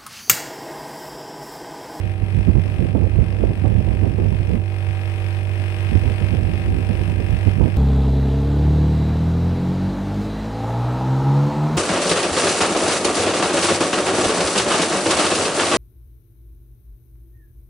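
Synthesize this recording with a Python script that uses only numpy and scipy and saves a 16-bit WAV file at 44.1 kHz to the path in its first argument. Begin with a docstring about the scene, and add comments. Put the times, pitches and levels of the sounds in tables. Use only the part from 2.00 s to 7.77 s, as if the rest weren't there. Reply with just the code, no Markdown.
"""A low, rattling hum, buffeted by wind: a small refrigerator compressor runs on a workshop bench.
Its shaft turns 48 times a second and forces the shell to vibrate, most strongly at twice that rate.
Each stroke knocks, rattles the shell, snaps a valve reed and lets out a puff of gas. The rattle grows
as the pressure builds, and now and then slackens for a moment. A gusty draught, as from a fan,
drives turbulence over the two ports of a nearby microphone, mostly the right one."""
import sys
import numpy as np
from scipy import signal
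from scipy.fft import rfft, irfft
from scipy.io import wavfile
from scipy.ndimage import uniform_filter1d, minimum_filter1d

SR = 44100
rng = np.random.default_rng(int(sys.argv[2]) if len(sys.argv) > 2 else 0)


def unload_audio(sound):
    """Save the sound as a 16-bit wav file, at the path given as the first command line argument."""
    columns = np.transpose(np.atleast_2d(sound))
    # keep every value between -1 and 1, then stretch to whole-number steps
    steps = np.round(np.clip(columns, -1, 1) * 32767)
    wavfile.write(sys.argv[1], SR, steps.astype(np.int16))


N = 254456
TIME = np.arange(N) / SR
FREQS = np.maximum(np.fft.rfftfreq(N, 1 / SR), 1)


def undb(db):
    """Amplitude ratio of a level in decibels."""
    return 10 ** (np.asarray(db) / 20)


def unit(x):
    """Normalisation to an rms of 1."""
    return x / np.sqrt(np.mean(x ** 2))


def curve(table):
    """Linear interpolation of (seconds, value) rows at every sample."""
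    return np.interp(TIME, *np.transpose(table))


def colour(x, spectrum):
    """Spectral shaping by (Hz, dB) rows, falling steeply beyond the first and the last."""
    hz, db = np.transpose(spectrum)
    skirts = np.minimum(np.minimum(FREQS / hz[0], hz[-1] / FREQS), 1) ** 4
    return irfft(rfft(x) * skirts * undb(np.interp(np.log(FREQS), np.log(hz), db)), N)


def noise(spectrum, envelope=1):
    """Amplitude-modulated white noise, shaped to a spectrum, with an rms of 1."""
    return unit(colour(envelope * rng.standard_normal(N), spectrum))


def wander(rate_hz):
    """Low-pass noise: a smooth random fluctuation with an rms of 1."""
    return unit(irfft(rfft(rng.standard_normal(N)) * np.exp(-(FREQS / rate_hz) ** 2), N))


def pulses(turn, start, decay, floor):
    """Periodic envelope: a rise and exponential decay above a floor; start and decay are in turns."""
    age = (turn - start) % 1 / decay
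    return unit(floor + np.e * age * np.exp(-age))


# The shell's harmonics. Each row: multiple of the shaft rate, left and right relative levels in dB.
SHELL_HARMONICS = [(1, -51, -39), (2, -32, -18.5), (3, -58, -39), (4, -51.5, -50), (5, -70, -48.5),
                   (6, -69, -74), (7, -41, -43), (8, -46.5, -52.5), (9, -75, -97), (10, -49, -59.5),
                   (11, -54.5, -58), (12, -51.5, -52.5), (13, -46.5, -53), (14, -54.5, -63.5),
                   (15, -58, -84), (16, -45.5, -52.5), (17, -57, -63.5), (20, -58, -58.5)]

def hum(turn, load_db, waver_db, waver_rad):
    """Forced vibration at harmonics of the shaft rate; higher ones waver more and follow the load more."""
    out = np.zeros((2, N))
    for order, left_db, right_db in SHELL_HARMONICS:
        sensitivity = np.sqrt(order / len(SHELL_HARMONICS))
        phase = 2 * np.pi * (order * turn + rng.random()) + waver_rad * sensitivity * wander(7.6)
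        swell = undb(sensitivity * (load_db + waver_db * wander(5.9)))
        out += undb([[left_db], [right_db]]) * np.sqrt(2) * np.sin(phase) * swell
    return out


# The shell's resonances. Each row: frequency in Hz, bandwidth in Hz, relative peak level in dB.
SHELL_MODES = [(1245, 40, -8), (1605, 50, 0), (1690, 50, 0), (1824, 25, -1), (1925, 30, -5), (2055, 70, -1),
               (2208, 25, 0), (2352, 25, -3), (2484, 35, 6), (2630, 45, 1), (2712, 45, 0)]
# How well the stiff shell radiates. Each row: frequency in Hz, relative gain in dB.
SHELL_RADIATION = [(800, -2.5), (2740, 1), (2850, 3), (3500, 7), (5500, 0)]

def shell_ring(blows, linger):
    """Modal resonance: a linger of 1 gives minimum phase, the promptest response; more prolongs it."""
    power = sum(undb(db) ** 2 / (1 + (hz / width * (FREQS / hz - hz / FREQS)) ** 2)
                for hz, width, db in SHELL_MODES)
    gain = np.sqrt(power)
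    cepstrum = irfft(np.log(gain), N)
    cepstrum[1:N // 2] *= 2  # folding onto positive time yields the minimum phase
    cepstrum[N // 2 + 1:] = 0
    response = gain * np.exp(1j * linger * rfft(cepstrum).imag)
    return unit(colour(irfft(rfft(blows) * response, N), SHELL_RADIATION))


def knocks(turn, start, scatter_db, jitter_s):
    """Impulse excitation: the piston knocks on the shell once a turn, never quite alike."""
    count = int(turn[-1])
    timing, strength = rng.standard_normal((count, 2)).T
    onsets_s = np.interp(np.arange(count) + start, turn, TIME) + jitter_s * timing
    blows = np.zeros(N)
    blows[np.clip((onsets_s * SR).astype(int), 0, N - 1)] = undb(scatter_db * strength)
    return ports(shell_ring(blows, linger=1.65), reflected=0, coherence=0.83)


# Spectrum of the loose shell and pipes. Each row: frequency in Hz, relative level in dB.
CLATTER_SPECTRUM = [(500, -7.5), (900, 2), (1400, -2), (1650, -2), (2100, 1), (2650, -2), (2950, -2.5),
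                    (3400, -5), (3900, -12.5), (5000, -12.5)]

def clatter(turn, scatter_db):
    """Contact noise: loose parts buzz, hardest after the knock and again as the valve slaps shut."""
    knock = pulses(turn, start=0.616, decay=0.0091, floor=1)
    valve = pulses(turn, start=0.85, decay=0.0061, floor=1)
    envelope = (knock + valve) * undb(scatter_db * wander(35))
    return ports(noise(CLATTER_SPECTRUM, envelope), noise(CLATTER_SPECTRUM, envelope), coherence=0.28)


# Spectrum of the valve reed's tick. Each row: frequency in Hz, relative level in dB.
REED_SPECTRUM = [(2900, 1.5), (3400, -0.5), (4200, -12.5), (4700, -6.5), (5400, -3.5), (6200, -17.5),
                 (7400, -17.5)]

def reed_ticks(turn, scatter_db):
    """A brief impact has a broad spectrum: the valve reed snaps once a turn with a bright click."""
    envelope = pulses(turn, start=0.705, decay=0.022, floor=0) * undb(scatter_db * wander(30))
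    return ports(noise(REED_SPECTRUM, envelope), noise(REED_SPECTRUM, envelope), coherence=0.14)


# Spectrum of gas passing the valves. Each row: frequency in Hz, relative level in dB.
GAS_SPECTRUM = [(2500, -25), (3300, -9), (4200, 5), (4600, -14.5), (5400, 1), (6200, -8), (7400, -6),
                (8300, 3.5), (9200, 2.5), (10300, -0.5), (11500, -5), (15400, -7.5)]

def gas_hiss(turn, scatter_db):
    """Flow noise: the discharge valve lets out a puff just after the knock, over a steady stream."""
    puff = pulses(turn, start=0.635, decay=0.021, floor=0) * undb(scatter_db * wander(38))
    envelope = 1 + undb(-11) * puff
    return ports(noise(GAS_SPECTRUM, envelope), noise(GAS_SPECTRUM, envelope), coherence=0.27)


# Shadow at the right port, which faces away from the pump. Each row: frequency in Hz, gain in dB.
PORT_SHADOW = [(300, -33), (1650, -7.5), (2100, -5), (2600, -3.5), (3400, -9), (4300, -17), (5300, -16.5),
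               (6300, -21), (8500, -33), (10000, -16), (11500, -19.5), (15400, -32)]

def ports(direct, reflected, coherence, left_lag_s=0.00013):
    """Acoustic shadowing: the left port gets the direct sound, the right a shaded mix with reflections."""
    right = colour(coherence * direct + np.sqrt(1 - coherence ** 2) * reflected, PORT_SHADOW)
    return np.array([np.interp(TIME - left_lag_s, TIME, direct), right])


# Lulls in the rattle. Each row: start in seconds, nominal depth in dB.
RATTLE_LULLS = [(0.12, 4), (0.47, 3), (0.9, 3.5), (1.68, 1), (2.1, 2), (2.56, 4.5), (3.4, 3), (4.37, 3),
                (4.66, 3), (5.12, 3), (5.52, 3)]

def slackening(fall_s, recover_s):
    """Relaxation: the rattle's drop in dB sets in quickly at each lull and fades more slowly."""
    drop_db = np.zeros(N)
    for start_s, depth_db in RATTLE_LULLS:
        age = np.maximum(TIME - start_s, 0)
        drop_db += depth_db * np.minimum(age / fall_s, 1) * np.exp(-(age / recover_s) ** 2)
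    return drop_db


# Rotation of the shaft. Each row: time in seconds, speed in turns a second.
SHAFT_SPEED = [(0.0, 48.037), (1.0, 48.0), (2.0, 47.969), (3.0, 47.939), (3.8, 47.962), (4.5, 48.013),
               (5.77, 48.115)]
# Load on the pump as the pressure builds. Each row: time in seconds, relative rattle level in dB.
PUMP_LOAD = [(0.0, -39), (0.6, -37), (1.1, -39.5), (2.4, -38.5), (3.0, -36), (3.85, -33.5), (4.8, -34.5),
             (5.45, -34), (5.77, -36)]

def compressor():
    """Periodic forcing: the shaft times all layers, the load scales them. Returns sound and load in dB."""
    turn = np.cumsum(curve(SHAFT_SPEED)) / SR
    trend_db, lull_db = curve(PUMP_LOAD), slackening(fall_s=0.027, recover_s=0.16)
    rattle_db = trend_db - lull_db
    effort_db = rattle_db - rattle_db.mean()
    gas_db = -51 + (trend_db - trend_db.mean()) - 0.7 * lull_db
    load_db = 0.56 * effort_db
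    pump = hum(turn, load_db - 0.8, waver_db=1.6, waver_rad=0.059)
    pump += undb(-41 + 0.84 * effort_db) * knocks(turn, start=0.595, scatter_db=0.1, jitter_s=0.000016)
    pump += undb(rattle_db - 4.5) * clatter(turn, scatter_db=0.63)
    pump += undb(rattle_db - 14.5) * reed_ticks(turn, scatter_db=0.3)
    pump += undb(gas_db) * gas_hiss(turn, scatter_db=3.0)
    return pump, load_db


# The draught between the big gusts. Each row: time in seconds, relative level in dB.
BREEZE_LEVEL = [(0.04, -25), (0.14, -35.5), (0.35, -26), (0.7, -26), (1.1, -20), (1.55, -18.5),
                (2.1, -22.5), (2.6, -23), (2.68, -37.5), (3.75, -34), (4.1, -25.5), (4.7, -20.5),
                (5.1, -22), (5.77, -24.5)]
# The big gusts. Each row: centre and length in seconds, relative rumble and flutter levels in dB, port.
BIG_GUSTS = [(0.227, 0.028, -17, -27.5, "right"), (0.382, 0.055, -15, -30.5, "right"),
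             (0.491, 0.025, -8, -16, "right"), (0.558, 0.0082, -25, -13.5, "right"),
             (0.574, 0.035, -8.5, -18, "right"), (0.822, 0.065, -14, -22.5, "right"),
             (0.962, 0.029, -14, -13.5, "right"), (1.037, 0.069, -15, -21.5, "right"),
             (1.197, 0.036, -7.5, -22, "right"), (1.444, 0.053, -13.5, -19, "right"),
             (1.509, 0.026, -29, -28.5, "left"), (1.66, 0.031, -12, -14.5, "right"),
             (1.772, 0.065, -14, -26.5, "right"), (1.911, 0.068, -19, -25.5, "right"),
             (2.059, 0.076, -16.5, -20, "right"), (2.222, 0.082, -19.5, -20.5, "right"),
             (2.225, 0.05, -30, -25, "left"), (2.337, 0.035, -15, -25, "right"),
             (2.409, 0.015, -14, -31, "right"), (2.528, 0.077, -18, -23, "right"),
             (2.895, 0.026, -20.5, -48, "right"), (3.951, 0.048, -11, -21.5, "right"),
             (4.045, 0.027, -31, -27, "left"), (4.07, 0.072, -16, -25, "right"),
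             (4.238, 0.036, -17.5, -27, "right"), (4.353, 0.053, -21.5, -24.5, "right"),
             (4.707, 0.089, -22, -27, "left"), (4.909, 0.026, -20, -19.5, "right"),
             (5.008, 0.031, -19, -25, "right"), (5.201, 0.04, -18.5, -23.5, "right"),
             (5.341, 0.052, -13, -27.5, "right"), (5.478, 0.019, -10, -17, "right"),
             (5.629, 0.066, -12, -15, "right")]

def draught(port, exposure_db, calm_db, breeze_flutter_db):
    """Incoherent sources add in power: breeze and gusts sum to a port's rumble and flutter powers."""
    swing_db = 5 * np.tanh(wander(12.5))
    breeze = undb(curve(BREEZE_LEVEL) + exposure_db + swing_db)
    rumble_power = undb(calm_db) ** 2 + breeze ** 2
    flutter_power = (undb(breeze_flutter_db) * breeze) ** 2
    half_width, lead, rise, fall = 0.54, 0.18, 0.35, 0.68  # shares of a gust's length
    for centre_s, length_s, rumble_db, flutter_db, side in BIG_GUSTS:
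        if side == port:
            age = (TIME - centre_s) / length_s
            rumble_power += undb(rumble_db) ** 2 * np.exp(-(age / half_width) ** 2)
            front = age + lead  # the flutter comes with the gust's front and dies away more slowly
            width = np.where(front < 0, rise, fall)
            flutter_power += undb(flutter_db) ** 2 * np.exp(-(front / width) ** 2)
    return rumble_power, flutter_power


def eddies(spectrum, span_s):
    """Turbulent pressure: noise whose strength is evened out over spans longer than one eddy."""
    pressure = colour(rng.standard_normal(N), spectrum)
    size = int(span_s * SR)
    local_power = uniform_filter1d(uniform_filter1d(pressure ** 2, size), size)
    return unit(pressure / np.sqrt(local_power + 1e-18))


# Spectra of the large, small and finest eddies. Each row: frequency in Hz, relative level in dB.
LARGE_EDDIES = [(20, -39), (40, -3.5), (58, 4.5), (78, 3), (105, 2), (135, -7), (175, -7), (230, -16),
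                (330, -37)]
SMALL_EDDIES = [(120, -11), (180, 3), (330, -4), (480, -9), (700, -18.5), (1000, -29.5), (1400, -44)]
FINEST_EDDIES = [(600, -1), (900, 3), (1200, -5.5), (1600, -15)]

def buffeting(rumble_power, flutter_power, rumble_db, flutter_db):
    """Turbulence at a port: large eddies rumble, small ones flutter and the finest rush."""
    rumble = np.sqrt(rumble_power) * eddies(LARGE_EDDIES, span_s=0.02)
    flutter = np.sqrt(flutter_power) * unit(eddies(SMALL_EDDIES, span_s=0.013) * undb(3.9 * wander(190)))
    # the rush grows with the square of the flutter, so hard gusts are brighter
    rush = flutter_power * unit(noise(FINEST_EDDIES) * undb(1.9 * wander(150)))
    return undb(rumble_db) * rumble + undb(flutter_db) * flutter + undb(-4) * rush


# Spectrum of the low workshop noise. Each row: frequency in Hz, relative level in dB.
ROOM_SPECTRUM = [(20, -12), (70, -1), (130, -16), (240, -6), (285, 4.5), (320, -1.5), (380, 2), (430, 3.5),
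                 (520, -3), (640, -3.5), (850, -9.5), (1300, -10)]

def workshop(coherence):
    """Diffuse field: the machine's sound in the room is a low murmur, only partly alike at the ports."""
    left, independent = noise(ROOM_SPECTRUM), noise(ROOM_SPECTRUM)
    return np.array([left, coherence * left + np.sqrt(1 - coherence ** 2) * independent])


def scene():
    """Superposition of pump, draught and room at the two ports; the murmur follows the pump's load."""
    pump, load_db = compressor()
    left_powers = draught("left", exposure_db=-17.5, calm_db=-50, breeze_flutter_db=-3)
    left = buffeting(*left_powers, rumble_db=1, flutter_db=-1)
    right_powers = draught("right", exposure_db=-1, calm_db=-44, breeze_flutter_db=-9)
    right = buffeting(*right_powers, rumble_db=2.5, flutter_db=1.04)
    return pump + np.array([left, right]) + undb(load_db - 43.5) * workshop(coherence=0.31)


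def record(dry):
    """Peak limiting turns both channels down on the hardest gusts; a low-pass filter cuts the top."""
    ceiling, window_samples, top_hz = 0.95, 881, 15600
    allowed = np.minimum(1, ceiling / (np.abs(dry).max(axis=0) + 1e-9))
    gain = uniform_filter1d(minimum_filter1d(allowed, window_samples), window_samples)
    return signal.sosfilt(signal.ellip(8, 0.2, 70, top_hz, fs=SR, output="sos"), dry * gain)


dry = scene()
out = record(dry)
unload_audio(out)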